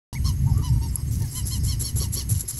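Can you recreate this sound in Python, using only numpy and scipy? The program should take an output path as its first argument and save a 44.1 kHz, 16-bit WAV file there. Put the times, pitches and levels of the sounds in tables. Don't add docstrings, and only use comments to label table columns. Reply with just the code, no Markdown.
import sys
import numpy as np
from scipy import signal
from scipy.fft import rfft, irfft
from scipy.io import wavfile
from scipy.ndimage import uniform_filter1d

SR = 44100
rng = np.random.default_rng(int(sys.argv[2]) if len(sys.argv) > 2 else 0)


def dump(signal):
    limited = np.clip(np.atleast_2d(signal).T, -1, 1)
    pcm = np.round(limited * 32767).astype(np.int16)
    wavfile.write(sys.argv[1], SR, pcm)


N = 114219


def undb(db):
    return 10 ** (np.asarray(db) / 20)


def unit(x):
    return x / np.sqrt(np.mean(x ** 2))


def response(outline, hz):
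    outline_hz, outline_db = np.array(outline).T
    return undb(np.interp(np.log(hz + 1e-6), np.log(outline_hz), outline_db))


def filtered_noise(gain):
    return unit(irfft(rfft(rng.standard_normal(N)) * gain, N))


def noise(outline):
    return filtered_noise(response(outline, np.arange(N // 2 + 1) * SR / N))


def wobble(rate_hz):
    hz = np.arange(N // 2 + 1) * SR / N
    return filtered_noise(np.exp(-(hz / rate_hz) ** 2))


def tone(hz):
    return np.sin(2 * np.pi * np.cumsum(hz) / SR)


def bursts(t, rows, attack_s, release_s):
    power = np.zeros(N)
    for start_s, length_s, db in rows:
        attack = np.clip((t - start_s) / attack_s, 0, 1)
        release = np.exp(-np.maximum(t - start_s - length_s, 0) / release_s)
        power += (undb(db) * attack * release) ** 2
    return np.sqrt(power)


PITCH_RISE_PER_S, PITCH_FALL_PER_S, CREST_ROUND_S = 6.0, 4.2, 0.014
JITTER, JITTER_HZ, SHIMMER = .03, 800, .3
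WAVER, WAVER_HZ = .02, 110
TRILL_HZ, TRILL_DEPTH, ROOT_FLUTTER_DB = 135, .55, 4.5
BREATH_DB, SWELL_POWER = -10.5, 1.61
# (crest [s], rise [s], fall [s], crest pitch [Hz], arch steepness [1], overtone gain [dB],
#         brightness [dB/octave], fundamental level [dB], rasp [0-1])
CRIES = [(.128, 0.021, 0.044, 983, 1.37, -41.5, -0.5, -44.5, 0.86),
         (.268, 0.033, 0.059, 1091, 1.0, -31.5, -0.5, -42.5, 0.48),
         (.485, .033, 0.063, 933, 1.57, -79, -4, -44, 0.62),
         (0.586, .06, 0.074, 1190, .6, -77, -7, -49.5, 1),
         (.654, 0.041, 0.055, 1018, 0.91, -35.5, -3.5, -41, 0.31),
         (.745, .035, 0.055, 962, 0.7, -51, 2, -51, 0.64),
         (0.839, 0.034, 0.047, 939, 0.71, -40.5, -3, -45.5, 0.5),
         (.97, .05, 0.061, 1035, 0.3, -75, -2, -53.5, 0.97),
         (1.222, .024, 0.058, 923, 1.27, -48, -17, -52.5, 0.58),
         (1.377, .04, 0.054, 1042, .8, -34.5, -9, -49, 0.23),
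         (1.531, .033, 0.057, 1073, 1.2, -30.5, -4.5, -51, 0.2),
         (1.699, 0.037, 0.074, 1103, 0.98, -30.5, -5, -55, 0.34),
         (1.858, 0.035, 0.067, 1120, 1.03, -30.5, 0, -59, 0.3),
         (2.017, 0.033, 0.064, 1134, 1.7, -31.5, -1, -48, 0.57),
         (2.181, .038, 0.067, 1138, 1.7, -29, -2.5, -53, 0.53),
         (2.349, 0.021, 0.062, 998, 0.82, -45.5, 2, -63, 0.9),
         (2.535, .025, 0.045, 1050, .8, -46.5, -2, -68, .6)]
# (frequency [Hz], gain [dB])
THROAT = [(1800, -19.5), (2300, -28), (2600, -27), (3000, -6), (3350, -22.5), (3800, -15.5), (4350, -2),
          (4900, -10.5), (5500, -2), (6300, -6.5), (7400, -18), (9000, -15), (10300, -52), (11150, 4),
          (11750, -27.5), (12500, -45), (14400, -21), (16000, -30)]


def cries(t):
    out = np.zeros(N)
    k = np.arange(2, 17)[:, None]
    jitter, shimmer = wobble(JITTER_HZ), wobble(JITTER_HZ)
    waver, flutter = wobble(WAVER_HZ), wobble(WAVER_HZ)
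    air = noise(THROAT)
    for crest_s, rise_s, fall_s, top_hz, steep, db, bright_db, root_db, rasp in CRIES:
        on = (t > crest_s - rise_s) & (t < crest_s + fall_s)
        d = t[on] - crest_s
        slope = np.where(d < 0, PITCH_RISE_PER_S, PITCH_FALL_PER_S)
        sag = slope * (np.hypot(d, CREST_ROUND_S) - CREST_ROUND_S)
        hz = top_hz * np.exp(-steep * sag)
        unsteady = 1 + rasp * (JITTER * jitter[on] + WAVER * waver[on])
        phase = 2 * np.pi * np.cumsum(hz * unsteady) / SR
        swell = np.maximum(np.cos(np.pi / 2 * d / np.where(d < 0, rise_s, fall_s)), 0)

        tilt = undb(bright_db * np.log2(k / 4))
        partials = np.sin(k * phase + rng.uniform(0, 2 * np.pi, k.shape))
        overtones = (response(THROAT, k * hz) * tilt * partials).sum(0)
        air_pulse = 2 * (1 + np.cos(phase))
        breath = rasp * undb(BREATH_DB) * air[on] * air_pulse
        root = unit(np.sin(phase) * undb(rasp * ROOT_FLUTTER_DB * flutter[on]))

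        trill = TRILL_DEPTH * np.sin(2 * np.pi * TRILL_HZ * d)
        rough = 1 + rasp * (SHIMMER * shimmer[on] + trill)
        upper = undb(db) * swell ** SWELL_POWER * (overtones + breath)
        out[on] += rough * (upper + undb(root_db) * swell * root)
    return out


HISS_ATTACK_S, HISS_RELEASE_S, HISS_FLUTTER_DB, FLUTTER_HZ = 0.0082, 0.0035, 1.5, 332
# (start [s], length [s], level [dB])
HISSES = [(0.572, .008, -38.5), (1.308, 0.074, -38), (1.347, 0.052, -35), (1.374, 0.044, -45),
          (1.452, .018, -35.5), (1.465, 0.024, -30), (1.492, 0.089, -36.5), (1.633, 0.056, -33),
          (1.67, 0.072, -39.5), (1.792, 0.013, -30.5), (1.802, 0.025, -27.5), (1.824, 0.08, -40.5),
          (1.955, .036, -29.5), (1.988, 0.074, -38.5), (2.12, .016, -31.5), (2.132, .022, -28),
          (2.153, 0.077, -42.5), (2.288, 0.04, -29), (2.326, 0.07, -37.5), (2.388, 0.023, -34),
          (2.4, 0.015, -28), (2.476, 0.038, -28.5), (2.527, 0.044, -39), (2.567, .04, -31.5)]
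# (frequency [Hz], gain [dB])
BEAK = [(400, -30.5), (1400, -26.5), (2700, -30.5), (3500, -26.5), (4000, -19.5), (5000, -20),
        (6300, -10.5), (6750, -18), (7200, -5), (8300, -13.5), (9400, -18), (10300, -9), (10850, -5),
        (11200, 3), (11500, -6.5), (11900, -25), (14000, -26.5), (16000, -30)]


def hisses(t):
    air = unit(noise(BEAK) * undb(HISS_FLUTTER_DB * wobble(FLUTTER_HZ)))
    return bursts(t, HISSES, HISS_ATTACK_S, HISS_RELEASE_S) * air


CLICK_PUSH_S = 0.00081
CLICK_GAIN = 2 * undb(2.5)
# (start [s], level before CLICK_GAIN [dB])
CLICKS = [(0.9563, -11.5), (2.1416, -17), (2.4867, -17.5)]
# (frequency [Hz], relative level [dB], T60 [s])
CLICK_MODES = [(11200, -3.5, 0.014), (10300, -6, 0.0054), (7380, -8.5, 0.0069), (8240, -8.5, 0.0039),
               (4840, -19.5, 0.0058), (14000, -25, .003)]


def clicks(t):
    out = np.zeros(N)
    for start_s, db in CLICKS:
        age = np.clip(t - start_s, 0, .1)
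        push = 1 - np.exp(-(age / CLICK_PUSH_S) ** 2)
        for hz, mode_db, t60_s in CLICK_MODES:
            decay = np.exp(-np.log(1000) * age / t60_s)
            out += CLICK_GAIN * undb(db + mode_db) * push * decay * np.sin(2 * np.pi * hz * age)
    return out


# (start [s], length [s], level [dB])
RUSTLES = [(0.117, 0.0076, -42), (1.11, .055, -41.5), (1.17, 0.036, -45.5), (1.22, 0.005, -33.5),
           (1.247, 0.058, -43.5)]
# (frequency [Hz], gain [dB])
STRAW = [(500, -14), (2000, -14), (3500, -13), (5800, 3.5), (7500, -1), (9500, -11), (11200, 11.5),
         (12500, -10), (16000, -5)]


def straw(t):
    crackle = unit(noise(STRAW) * undb(4.3 * wobble(2100)))
    return bursts(t, RUSTLES, attack_s=0.0018, release_s=0.0051) * crackle


# (start [s], length [s], level [dB])
BUMPS = [(0.579, 0.013, -43.5), (1.211, .012, -43.5), (1.444, 0.011, -47), (1.625, 0.018, -47),
         (1.796, 0.061, -48.5), (1.958, 0.011, -41.5), (2.005, 0.019, -40.5), (2.156, 0.02, -44.5),
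         (2.29, .016, -45.5), (2.43, 0.0076, -48)]
# (frequency [Hz], gain [dB])
BUMP_COLOUR = [(120, -32), (250, -5), (420, 7), (600, -8), (900, -18), (1400, -24), (3000, -31)]


def bumps(t):
    return bursts(t, BUMPS, attack_s=0.0068, release_s=0.011) * noise(BUMP_COLOUR)


NEST_T60_S, NEST_DB = 0.13, -9.5


def nest(x, t):
    age = t[:SR // 3]
    decay = np.exp(-np.log(1000) * age / NEST_T60_S)
    tail = rng.standard_normal(len(age)) * decay * (age > .002)
    return x + undb(NEST_DB) * signal.fftconvolve(x, tail / np.linalg.norm(tail))[:N]


PEEP_S, PEEP_LENGTH_S, PEEP_HZ, PEEP_ARCH, PEEP_DB = 0.1448, 0.043, 2257, 0.23, -36


def peep(t):
    arch = np.sin(np.pi * np.clip((t - PEEP_S) / PEEP_LENGTH_S, 0, 1))
    hz = PEEP_HZ * (1 - PEEP_ARCH * (1 - arch) + .012 * wobble(300))
    return undb(PEEP_DB) * arch * tone(hz)


BUZZ_HZ, BUZZ_SWING_HZ, BUZZ_RATE_HZ = 5220, 322, 150
CHIP_S, CHIP_HZ, CHIP_FALL_HZ_PER_S = 0.033, 7600, 11000
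# (start [s], length [s], rms level [dB])
BUZZES = [(0.492, 0.065, -53), (0.674, 0.031, -48), (0.881, 0.022, -48.5), (0.956, 0.062, -51.5),
          (1.273, 0.061, -50), (1.423, 0.079, -47.5), (1.589, 0.079, -49), (1.755, .04, -54.5),
          (2.448, 0.079, -53), (2.518, 0.042, -50)]
# (start [s], peak level [dB])
CHIPS = [(.448, -53), (0.487, -49), (.685, -47), (.875, -48), (0.917, -47), (1.07, -48), (1.113, -43.5),
         (1.294, -48)]


def far_birds(t):
    swing = np.sin(2 * np.pi * BUZZ_RATE_HZ * t) + 0.574 * wobble(710)
    buzz = np.sqrt(2) * tone(BUZZ_HZ + BUZZ_SWING_HZ * swing)
    out = bursts(t, BUZZES, attack_s=0.0069, release_s=0.01) * buzz
    for start_s, db in CHIPS:
        age = np.clip(t - start_s, 0, CHIP_S)
        hz = CHIP_HZ - CHIP_FALL_HZ_PER_S * age + 110 * wobble(460)
        out += undb(db) * np.sin(np.pi * age / CHIP_S) * tone(hz)
    return out


WHINE_HZ, WHINE_DB, WHINE_SPREAD_HZ = 6450, -57, 45
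CRICKET_HZ, CRICKET_SWEEP_HZ, CHIRPS_PER_S, CHIRP_DEPTH = 8330, 70, 19, 0.54
# (start [s], length [s], level [dB])
CRICKET_BOUTS = [(.1, 0.24, -54), (0.677, 0.75, -54), (1.34, 1.1, -58)]


def insects(t):
    whine = tone(WHINE_HZ + WHINE_SPREAD_HZ * wobble(316)) * undb(5 * wobble(39))
    cycle = np.cumsum(CHIRPS_PER_S * (1 + .25 * wobble(7.8))) / SR % 1
    hz = CRICKET_HZ + CRICKET_SWEEP_HZ * (1 - 2 * cycle) + 90 * wobble(388)
    gate = 1 - CHIRP_DEPTH * np.cos(np.pi * cycle) ** 2
    chirps = unit(gate ** 2 * tone(hz))
    bouts = bursts(t, CRICKET_BOUTS, attack_s=.01, release_s=.01)
    return undb(WHINE_DB) * unit(whine) + bouts * chirps


DEEP_GAIN_DB, BUFFET_SPREAD_DB, WIND_CUT_HZ = 0.5, 2, 44
UPPER_GAIN_DB = 0.5
# (frequency [Hz], gain [dB])
WIND = [(15, -8), (30, -11), (42, -12), (52, -8), (64, 0.5), (80, -4), (130, -5), (165, -17.5), (230, -24),
        (350, -43), (800, -93.5)]
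# (time [s], level [dB])
GUSTS = [(0.14, -26), (0.26, -21), (0.61, -19.5), (0.64, -31), (0.72, -17.5), (0.98, -26), (1.22, -23),
         (1.33, -36), (1.44, -21.5), (1.54, -30.5), (1.65, -20.5), (1.87, -29), (1.91, -35.5),
         (1.96, -21.5), (2.24, -30), (2.33, -21), (2.48, -37), (2.59, -35)]
# (frequency [Hz], gain [dB])
BUFFET_SPECTRUM = [(140, 5), (200, -6), (255, 1.5), (340, -7.5), (480, -20.5), (650, -27), (1000, -32),
                   (2000, -52)]
# (time [s], level [dB])
BUFFETS = [(0.16, -42.5), (0.28, -35.5), (0.38, -41.8), (0.47, -40.5), (0.58, -35.5), (0.68, -42.5),
           (0.81, -35), (0.95, -42), (1.15, -38), (1.3, -40), (1.45, -41), (1.6, -42), (1.85, -40.5),
           (2.03, -43.5), (2.18, -39), (2.3, -39.5), (2.45, -46.5), (2.56, -44.5)]


def wind(t):
    rumble = noise(WIND)
    rumble = rumble / np.sqrt(uniform_filter1d(rumble ** 2, size=2200))
    gust_db = np.interp(t, *np.array(GUSTS).T)
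    deep = rumble * undb(DEEP_GAIN_DB + gust_db + BUFFET_SPREAD_DB * wobble(8.2))
    deep = signal.sosfilt(signal.butter(3, WIND_CUT_HZ, "high", fs=SR, output="sos"), deep)
    upper_db = UPPER_GAIN_DB + np.interp(t, *np.array(BUFFETS).T)
    return deep + noise(BUFFET_SPECTRUM) * undb(upper_db)


AIR_DB = -48
# (frequency [Hz], gain [dB])
AIR = [(200, 8), (600, -2), (1000, 0), (1500, -4.5), (2100, 2.5), (2500, -5), (2950, -2), (3400, -8.5),
       (4100, -4.5), (4800, -0.5), (7800, -2), (9300, -8), (10700, -2.5), (11220, 15), (11800, -2.5),
       (13500, -10.5), (16000, -10)]


def still_air():
    return undb(AIR_DB) * noise(AIR)


def scene():
    t = np.arange(N) / SR
    near = nest(cries(t) + hisses(t) + straw(t) + bumps(t), t)
    far = peep(t) + far_birds(t) + insects(t)
    return (near + clicks(t) + far + wind(t) + still_air())[None]


START_S, FADE_S, TOP_HZ = .128, 0.00062, 15600


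def record(dry):
    opened = np.clip((np.arange(N) / SR - START_S) / FADE_S, 0, 1)
    return signal.sosfilt(signal.ellip(10, .2, 80, TOP_HZ, fs=SR, output="sos"), dry * opened)


dry = scene()
out = record(dry)
dump(out)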